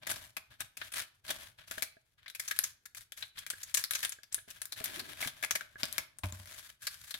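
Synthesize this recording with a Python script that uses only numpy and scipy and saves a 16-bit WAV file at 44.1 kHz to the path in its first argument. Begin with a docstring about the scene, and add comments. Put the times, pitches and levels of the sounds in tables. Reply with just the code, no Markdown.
"""Hands fold baking paper round the end of a cardboard box, close up, over a stone worktop in a kitchen.
From the start, each finger stroke rubs out a grainy rustle and sets off small creases, while big creases
buckle with sharp snaps that ring briefly in the sheet. After a second or so, fingertips begin to knock
on the box; around five seconds, finger pads drag on it with a dull judder. Just after six seconds it is
tipped over with a hollow thump, and a last rustle and a few snaps follow."""
import sys
import numpy as np
from scipy import signal
from scipy.fft import rfft, irfft, next_fast_len
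from scipy.io import wavfile
from scipy.ndimage import uniform_filter1d

SR = 44100
rng = np.random.default_rng(int(sys.argv[2]) if len(sys.argv) > 2 else 0)


def master(y):
    """Save y as 16-bit WAV."""
    cut = np.clip(np.atleast_2d(y).T, -1, 1)
    pcm = np.round(cut * 32767)  # scale
    wavfile.write(sys.argv[1], SR, pcm.astype(np.int16))


N = 317079
RIGHT_LAG_S = .00052

# Finger strokes over the paper. Each row: start in seconds, length in seconds, level midway in dB,
# swell from start to end in dB, treble over body in dB.
STROKES = [(0.022, .04, -58, 3.5, -11), (0.083, .06, -43, -2.5, -1), (0.137, .16, -57, 1, 0),
           (0.509, .045, -66, -9, -8), (0.609, .07, -56.5, -33, -3), (0.785, .09, -55, 5.5, -2),
           (0.952, 0.047, -42, 3, -0.5), (1.252, 0.24, -51.5, -8, -2), (1.595, 0.043, -54, -8, -9),
           (1.678, .19, -56, -8, 0), (2.185, .11, -64.5, -7.5, -12), (2.394, .1, -57, 10.5, 2.5),
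           (2.541, .14, -54, 6.5, 3), (2.973, .05, -57.5, -14, 4), (3.173, .09, -58, -10, 2.5),
           (3.362, .07, -49.5, -8.5, -7), (3.475, .25, -59.5, 2, 0.5), (3.746, .05, -48.5, 15, 4.5),
           (3.913, .17, -51.5, -7, 4), (4.321, .07, -54, -3.5, -9), (4.483, .22, -63.5, -11.5, -2),
           (4.767, .43, -49.5, 0, -3), (5.205, .055, -45, 2, 1), (5.282, .48, -61.5, -5, -3),
           (5.786, 0.23, -53.5, 0.5, -2), (6.236, .47, -57.5, 1.5, 1), (6.817, .37, -56, -5, 2.5)]
# Pressing paper on cardboard adds lows. Each row: time in seconds, lows relative to the body in dB.
CONTACT = [(0, -7.5), (.95, -14.5), (1.4, -9.5), (2.1, -20.5), (4.2, -18), (4.9, -11), (6.0, -9.5),
           (6.24, -1), (6.75, -18.5)]
# The body, low and treble bands of the sound. Each row: lower edge in Hz, upper edge in Hz.
BANDS = [(1200, 5000), (250, 1200), (5000, 16500)]


def snaps(crack_s=0.00036, ring_t60=0.054, shadow_db=-17, bounce_s=0.0014, bounce_db=-17,
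          facet_q=4, facet_db=11, scatter_db=3, low_trim_db=-1):
    """A crease flips with a crack, then bending waves run about the sheet and die."""
    # Each row: start in seconds, body in dB, treble in dB, the crack's share of the energy from 0 to 1,
    # pitch of the flipping facet in Hz.
    big_creases = [(0.0682, -38, -40, 0.24, 1930), (0.1017, -41.5, -36, 0.1, 10600),
                   (0.1125, -37.5, -35, 0.04, 1530), (0.3672, -37.5, -41, 0.46, 2380),
                   (0.6058, -49.5, -38.5, 0.82, 9100), (0.7697, -46, -44.5, 0.3, 2550),
                   (0.815, -38.5, -62, 0.5, 1650), (0.919, -49, -45.5, 0.1, 9900),
                   (0.937, -42, -40.5, 0.2, 8900), (1.29, -40, -50, 0.1, 3440),
                   (1.3025, -34.5, -34, 0, 3300), (1.7109, -41, -40.5, 0.35, 1460),
                   (1.781, -40.5, -51, 1, 1620), (1.823, -33.5, -31, 0.75, 2160),
                   (2.2605, -48, -71, 0.65, 2180), (2.2805, -46.5, -52, 0.55, 3970),
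                   (2.2995, -50, -50, .7, 3700), (2.349, -44, -44.5, 0.34, 2500),
                   (2.396, -39, -35.5, 0, 2020), (2.4781, -43.5, -36.5, 0, 6500),
                   (2.5102, -32, -36.5, 0.4, 1840), (2.5896, -34.5, -25, 0.92, 11000),
                   (2.6362, -41, -31, 0, 6530), (2.8551, -51.5, -48, 0.15, 1950),
                   (2.948, -50.5, -49, 0.5, 2460), (3.1208, -47, -46.5, 0.7, 3400),
                   (3.2237, -37.5, -48.5, 0.15, 3900), (3.3866, -55, -43, 0, 3270),
                   (3.4645, -43.5, -44.5, 0.7, 2280), (3.5015, -39.5, -34, 0.4, 8300),
                   (3.6308, -51.5, -40, 0.16, 6540), (3.742, -41, -29, 0.6, 6840),
                   (3.747, -34, -27, 0.88, 9400), (3.7708, -34.5, -29, .3, 7100),
                   (3.8392, -38.5, -32.5, 0.75, 4370), (3.9088, -35.5, -32, 0.78, 10900),
                   (3.9345, -39, -38, 0.6, 3700), (3.9499, -35, -33, 0.13, 6300),
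                   (4.029, -34.5, -35, 0.1, 1820), (4.0477, -33.5, -33.5, 0.2, 8600),
                   (4.0938, -61, -39, 0.84, 10400), (4.1208, -46, -41.5, 0.4, 7050),
                   (4.2331, -54, -54, 0.82, 5200), (4.325, -55.5, -41.5, 0.3, 8200),
                   (4.3444, -45.5, -29, 0.86, 9650), (4.5032, -50.5, -45.5, 0.1, 2700),
                   (4.6171, -44.5, -37.5, 0.71, 10000), (4.655, -52.5, -43, 0.87, 14400),
                   (4.7205, -42.5, -39, 0, 4130), (4.8414, -44.5, -33, 0.54, 13200),
                   (4.8578, -42.5, -39, .8, 2050), (4.9943, -39.5, -40, 0.4, 4300),
                   (5.2235, -34.5, -43, 0.1, 2200), (5.2465, -40.5, -48, 0.1, 2200),
                   (5.2736, -38, -37, 0.54, 3440), (5.4253, -36.5, -41.5, 0.1, 1850),
                   (5.4367, -31.5, -39.5, 0.53, 2200), (5.4477, -39, -38, 0.9, 1990),
                   (5.5088, -32, -29.5, 0.62, 6260), (5.553, -31.5, -32.5, 0.2, 2090),
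                   (5.6087, -40, -51, 0.7, 1480), (5.8324, -31, -33.5, 0.74, 5000),
                   (5.8545, -48, -43, 0.9, 3200), (5.9265, -69, -38.5, 0.93, 11700),
                   (5.9811, -31.5, -31.5, 0.78, 2190), (6.1859, -60, -48, 0.74, 8800),
                   (6.2345, -38.5, -49, 0.25, 2470), (6.324, -52, -46, 1, 7000),
                   (6.868, -36.5, -34, 0, 4680), (7.1073, -45, -41.5, 0.34, 4380),
                   (7.1411, -37, -42.5, 0.34, 3730)]
    starts, body_db, treble_db, share, facet_hz = np.vstack([big_creases, small_creases()]).T
    low_db = body_db + np.interp(starts, *np.transpose(CONTACT)) + low_trim_db
    share = np.clip(share, .01, .97)[:, None]
    t = np.arange(int(.08 * SR)) / SR
    burst, common, own, steps = rng.standard_normal((len(starts), 4, len(t))).swapaxes(0, 1)
    crack = burst * t * np.exp(-t / crack_s)
    crack *= np.sqrt(share / np.sum(crack ** 2, axis=1, keepdims=True))
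    envelope = (1 - np.exp(-t / 0.0014)) * from_db(-60 * t / ring_t60)
    # the crease gives way in uneven steps
    envelope = envelope * from_db(scatter_db * rms_one(uniform_filter1d(steps, size=48)))
    envelope *= np.sqrt((1 - share) / np.sum(envelope ** 2, axis=1, keepdims=True))
    ring = stereo(common * envelope, own * envelope, alike=0.1) * pan(left_db=3.5)[:, None]
    # the right side is shaded from the crack but gets its bounce off the worktop
    bounce = from_db(bounce_db) * delay(crack, bounce_s)
    far_crack = delay(from_db(shadow_db) * crack + bounce, RIGHT_LAG_S)
    # the facet that flips rings at its own pitch, the smaller the higher
    facet = (facet_hz[:, None], facet_hz[:, None] / facet_q, facet_db)
    bands = sheet(ring + np.stack([crack, far_crack]), [facet])
    sounds, out = 0, np.zeros((2, N))
    for band, db in zip(bands, (body_db, low_db, treble_db)):
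        attack_rms = np.sqrt(np.mean(band[..., t < .014] ** 2, axis=(0, 2)))
        sounds = sounds + band * (from_db(db) / attack_rms)[:, None]
    for k, start in enumerate(starts):
        add(out, start, sounds[:, k])
    return out


def small_creases(count=70, lowest_hz=1500, highest_hz=11000, strongest_db=1):
    """Small creases give way at random during strokes, scaled to the rubbing; rows as for big creases."""
    when, size, crack_share, pitch = rng.random((count, 4)).T
    spans = [np.arange(round(start * SR), min(round((start + length) * SR), N))
             for start, length, *_ in STROKES]
    moving = np.concatenate(spans)
    at = moving[(when * len(moving)).astype(int)]
    lift_db = strongest_db + 10 * np.log10(1 - size)
    body_db, treble_db = rubbing()
    facet_hz = lowest_hz * (highest_hz / lowest_hz) ** pitch
    return np.column_stack([at / SR, body_db[at] + lift_db, treble_db[at] + lift_db, crack_share, facet_hz])


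def rustle(slips_per_s=950, size_db=3.0, clump_db=4, hiss_db=-5, flutter_db=3.3, trim_db=-1):
    """Fibres catch and slip in clumps of tiny ticks, over the smooth hiss of skin on paper."""
    slipping = rng.random(N) < slips_per_s * from_db(clump_db * drift(60)) / SR
    slips = slipping * rng.choice([-1, 1], N) * from_db(size_db * np.minimum(rng.exponential(1, N), 4))
    t = np.arange(int(.03 * SR)) / SR
    # every facet of the sheet starts with a tick and rings in its own way
    facets = rng.standard_normal((16, 2, len(t))) * (from_db(-60 * t / .03) + 4 * np.exp(-t / .0006))
    struck = rng.integers(len(facets), size=N)
    ticks = sum(signal.oaconvolve((slips * (struck == k))[None], facet, axes=1)[:, :N]
                for k, facet in enumerate(facets))
    # big or small, the slips together release what the hand puts in
    power = uniform_filter1d(np.mean(ticks ** 2, axis=0), size=2000)
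    ticks = ticks / np.sqrt(np.abs(power) + 1e-9)
    force = ticks + from_db(hiss_db) * rng.standard_normal((2, N))
    bands = sheet(stereo(*force, alike=0.067) * pan(left_db=4))
    body_db, treble_db = rubbing()
    levels = (body_db, body_db + automation(CONTACT)[0], treble_db)
    pressure_db = trim_db + flutter_db * drift(60)  # the fingers press unevenly
    return sum(rms_one(band) * from_db(db + pressure_db) for band, db in zip(bands, levels))


def rubbing(grip_db_per_s=1983, release_db_per_s=409, resting_db=-83):
    """Body and treble envelopes in dB: each stroke grips fast, swells or fades, and lets go more slowly."""
    t = np.arange(0, N, 32) / SR
    body = treble = from_db(resting_db) ** 2
    for start, length, db, swell_db, bright_db in STROKES:
        held = np.clip(t, start, start + length)
        fade_db = grip_db_per_s * np.maximum(held - t, 0) + release_db_per_s * np.maximum(t - held, 0)
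        level = from_db(db + swell_db * ((held - start) / length - .5) - fade_db)
        body = body + level ** 2
        treble = treble + (level * from_db(bright_db)) ** 2
    return automation(np.column_stack([t, 10 * np.log10(body), 10 * np.log10(treble)]))


def sheet(force, facets=()):
    """What paper and box radiate when excited, split into body, low and treble."""
    # The paper's tone. Each row: frequency in Hz, gain in dB.
    paper_eq = [(150, 12.5), (450, -9.5), (850, -1), (1550, 0.5), (2300, 2.5), (2800, -3.5), (8000, -7),
                (11500, -4), (15500, -14.5)]
    # Resonances of the wrapped box. Each row: centre in Hz, width in Hz, boost in dB.
    box_peaks = [(618, 150, 13.5), (1650, 200, 6.5), (3430, 1820, 8.5)]
    sound = colour(force, paper_eq, [*box_peaks, *facets])
    return [bandpass(sound, edges, order=3) for edges in BANDS]


def knocks(contact_s=0.00013, scuff_db=-14, scuff_t60=.06, falloff_db_per_octave=12):
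    """A fingertip lands with a push and a scuff; the wall rings most in the modes near that spot's pitch."""
    # Each row: start in seconds, peak level in dB, pitch of the spot in Hz.
    taps = [(1.303, -35.5, 680), (1.711, -38.5, 700), (1.778, -37.5, 700), (1.824, -41, 700),
            (1.968, -48.5, 870), (3.535, -35, 1530), (4.187, -45, 1560), (4.381, -39, 1470),
            (4.478, -47.5, 446), (4.808, -35, 460), (5.26, -37, 220), (5.757, -36.5, 1460),
            (5.831, -38, 190)]
    # Modes of the cardboard wall. Each row: frequency in Hz, level in dB, time to fall 60 dB in seconds.
    wall_modes = [(144, -6.5, .1), (256.5, -2, 0.047), (426, -7, 0.039), (644.3, 2, 0.068),
                  (1650, 11.5, 0.038)]
    t, out = np.arange(SR // 8) / SR, np.zeros((2, N))
    for start, peak_db, spot_hz in taps:
        scuff = rng.standard_normal((2, len(t))) * from_db(scuff_db - 60 * t / scuff_t60)
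        force = stereo(*(np.exp(-t / contact_s) + scuff), alike=0.31)
        wall = np.zeros(len(t))
        for hz, db, t60 in wall_modes:
            mode_db = db - falloff_db_per_octave * abs(np.log2(hz / spot_hz))
            wall += from_db(mode_db - 60 * t / t60) * np.sin(2 * np.pi * hz * t)
        knock = signal.oaconvolve(force, wall[None], axes=1)
        add(out, start, from_db(peak_db) * knock / np.abs(knock).max())
    return out


def thump(attack_s=0.012):
    """Soft bumps set the hollow box booming as it is tipped over."""
    # Each row: start in seconds, gain in dB.
    bumps = [(6.235, -36), (6.32, -46), (6.393, -54)]
    # Modes of the hollow box. Each row: frequency in Hz, level in dB, time to fall 60 dB in seconds.
    hollow_modes = [(63, -2.5, 0.28), (92.5, 11, 0.22), (197, 2.5, 0.1), (288, -4.5, 0.096),
                    (603, -14, 0.27), (1010, -2, 0.094)]
    t, out = np.arange(SR // 2) / SR, np.zeros((2, N))
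    for start, gain_db in bumps:
        boom = sum(from_db(db - 60 * t / t60) * np.sin(2 * np.pi * (hz * t + rng.random()))
                   for hz, db, t60 in hollow_modes)
        add(out, start, from_db(gain_db) * boom * (1 - np.exp(-t / attack_s)))
    return out


def drags(band_hz=(190, 380), judder_db=3, judders_per_s=70):
    """A finger pad sticks and slips on the wall of the box, swelling and fading as it passes."""
    # Each row: start in seconds, length in seconds, level midway in dB.
    passes = [(4.782, 0.42, -58)]
    friction = bandpass(stereo(*rng.standard_normal((2, N)), alike=0.24), band_hz)
    judder = rms_one(friction * from_db(judder_db * drift(judders_per_s)))
    t = np.arange(N) / SR
    return judder * sum(from_db(db) * np.sin(np.pi * np.clip((t - start) / length, 0, 1))
                        for start, length, db in passes)


def handling(level_db=-71, follow=0.4, lumpy_db=2):
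    """Rubbing also stirs the cardboard, with a dull, lumpy murmur that swells less than the rustle."""
    # The tone of cardboard under a fingertip. Each row: frequency in Hz, gain in dB.
    cardboard_eq = [(20, -5.5), (60, 5), (105, 8.5), (300, -18), (1500, -41.5)]
    low_db = rubbing()[0] + automation(CONTACT)[0]
    swell_db = follow * (low_db - np.median(low_db)) + lumpy_db * drift(35)
    return from_db(level_db + swell_db) * noise_bed(cardboard_eq)


def kitchen_reverb(x, body_t60=0.34, low_t60=0.43, treble_t60=0.23, predelay_s=0.01,
                   wet_db=-15, treble_db=-2):
    """Diffuse reflections off hard walls, different left and right, the treble dying first."""
    t, tail = np.arange(SR // 2) / SR, 0
    for edges, t60, db in zip(BANDS, (body_t60, low_t60, treble_t60), (0, 0, treble_db)):
        band = bandpass(rng.standard_normal((2, len(t))), edges)
        decay = from_db(-60 * t / t60)
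        tail = tail + band * decay / np.linalg.norm(decay) * from_db(db)
    return from_db(wet_db) * signal.oaconvolve(x[:1], delay(tail, predelay_s), axes=1)[:, :N]


def room_tone(level_db=-87):
    """The quiet room: a faint, steady, dark noise."""
    # Each row: frequency in Hz, gain in dB.
    room_eq = [(20, -7), (120, -10), (400, -13), (16000, -40)]
    return from_db(level_db) * noise_bed(room_eq)


def noise_bed(eq, side_db=-9):
    """Coloured noise with a narrow stereo image; rms 1."""
    mid, side = colour(rng.standard_normal((2, N)), eq)
    return rms_one(mid + from_db(side_db) * side * [[1], [-1]])


def colour(x, eq, peaks=()):
    """Minimum-phase filter from an EQ curve with resonances on top."""
    size = next_fast_len(x.shape[-1] // 2 + 1024) * 2
    hz = np.maximum(np.arange(size // 2 + 1) * SR / size, 1)
    eq_hz, eq_db = np.transpose(eq)
    db = np.interp(np.log(hz), np.log(eq_hz), eq_db)
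    for centre, width, boost in peaks:
        db = db + boost / (1 + (2 * (hz - centre) / width) ** 2)
    cepstrum = irfft(np.log(from_db(db)))[..., :size // 2]
    cepstrum[..., 1:] *= 2
    return irfft(rfft(x, size) * np.exp(rfft(cepstrum, size)))[..., :x.shape[-1]]


def bandpass(x, edges_hz, order=2):
    return signal.sosfilt(signal.butter(order, edges_hz, "band", fs=SR, output="sos"), x)


def stereo(common, own, alike):
    """The sound reaches the right side later, and partly by other paths."""
    return np.stack([common, delay(alike * common + np.sqrt(1 - alike ** 2) * own, RIGHT_LAG_S)])


def pan(left_db):
    return from_db([[left_db / 2], [-left_db / 2]])


def from_db(db):
    return 10 ** (np.asarray(db) / 20)


def rms_one(x):
    return x / np.sqrt(np.mean(x ** 2) + 1e-20)


def automation(rows):
    """Breakpoints, time first, drawn out to one curve per value column."""
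    times, *columns = np.transpose(rows)
    return [np.interp(np.arange(N) / SR, times, column) for column in columns]


def drift(knots_per_s):
    """A random wander of rms 1."""
    knots = rng.standard_normal(4000)
    return rms_one(np.interp(np.arange(N) / SR * knots_per_s, np.arange(len(knots)), knots))


def delay(x, seconds):
    silence = np.zeros(x.shape[:-1] + (round(seconds * SR),))
    return np.concatenate([silence, x], axis=-1)[..., :x.shape[-1]]


def add(out, start_s, sound):
    at = max(round(start_s * SR), 0)
    out[..., at:at + sound.shape[-1]] += sound[..., :N - at]


def scene():
    """Paper and box in the kitchen, over the murmur of handling and the quiet room."""
    direct = snaps() + rustle() + knocks() + drags() + thump()
    return direct + kitchen_reverb(direct) + handling() + room_tone()


def record(dry, cutoff_hz=16100):
    """A steep low-pass takes off the very top."""
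    return signal.sosfilt(signal.ellip(10, .1, 90, cutoff_hz, fs=SR, output="sos"), dry)


dry = scene()
out = record(dry)
master(out)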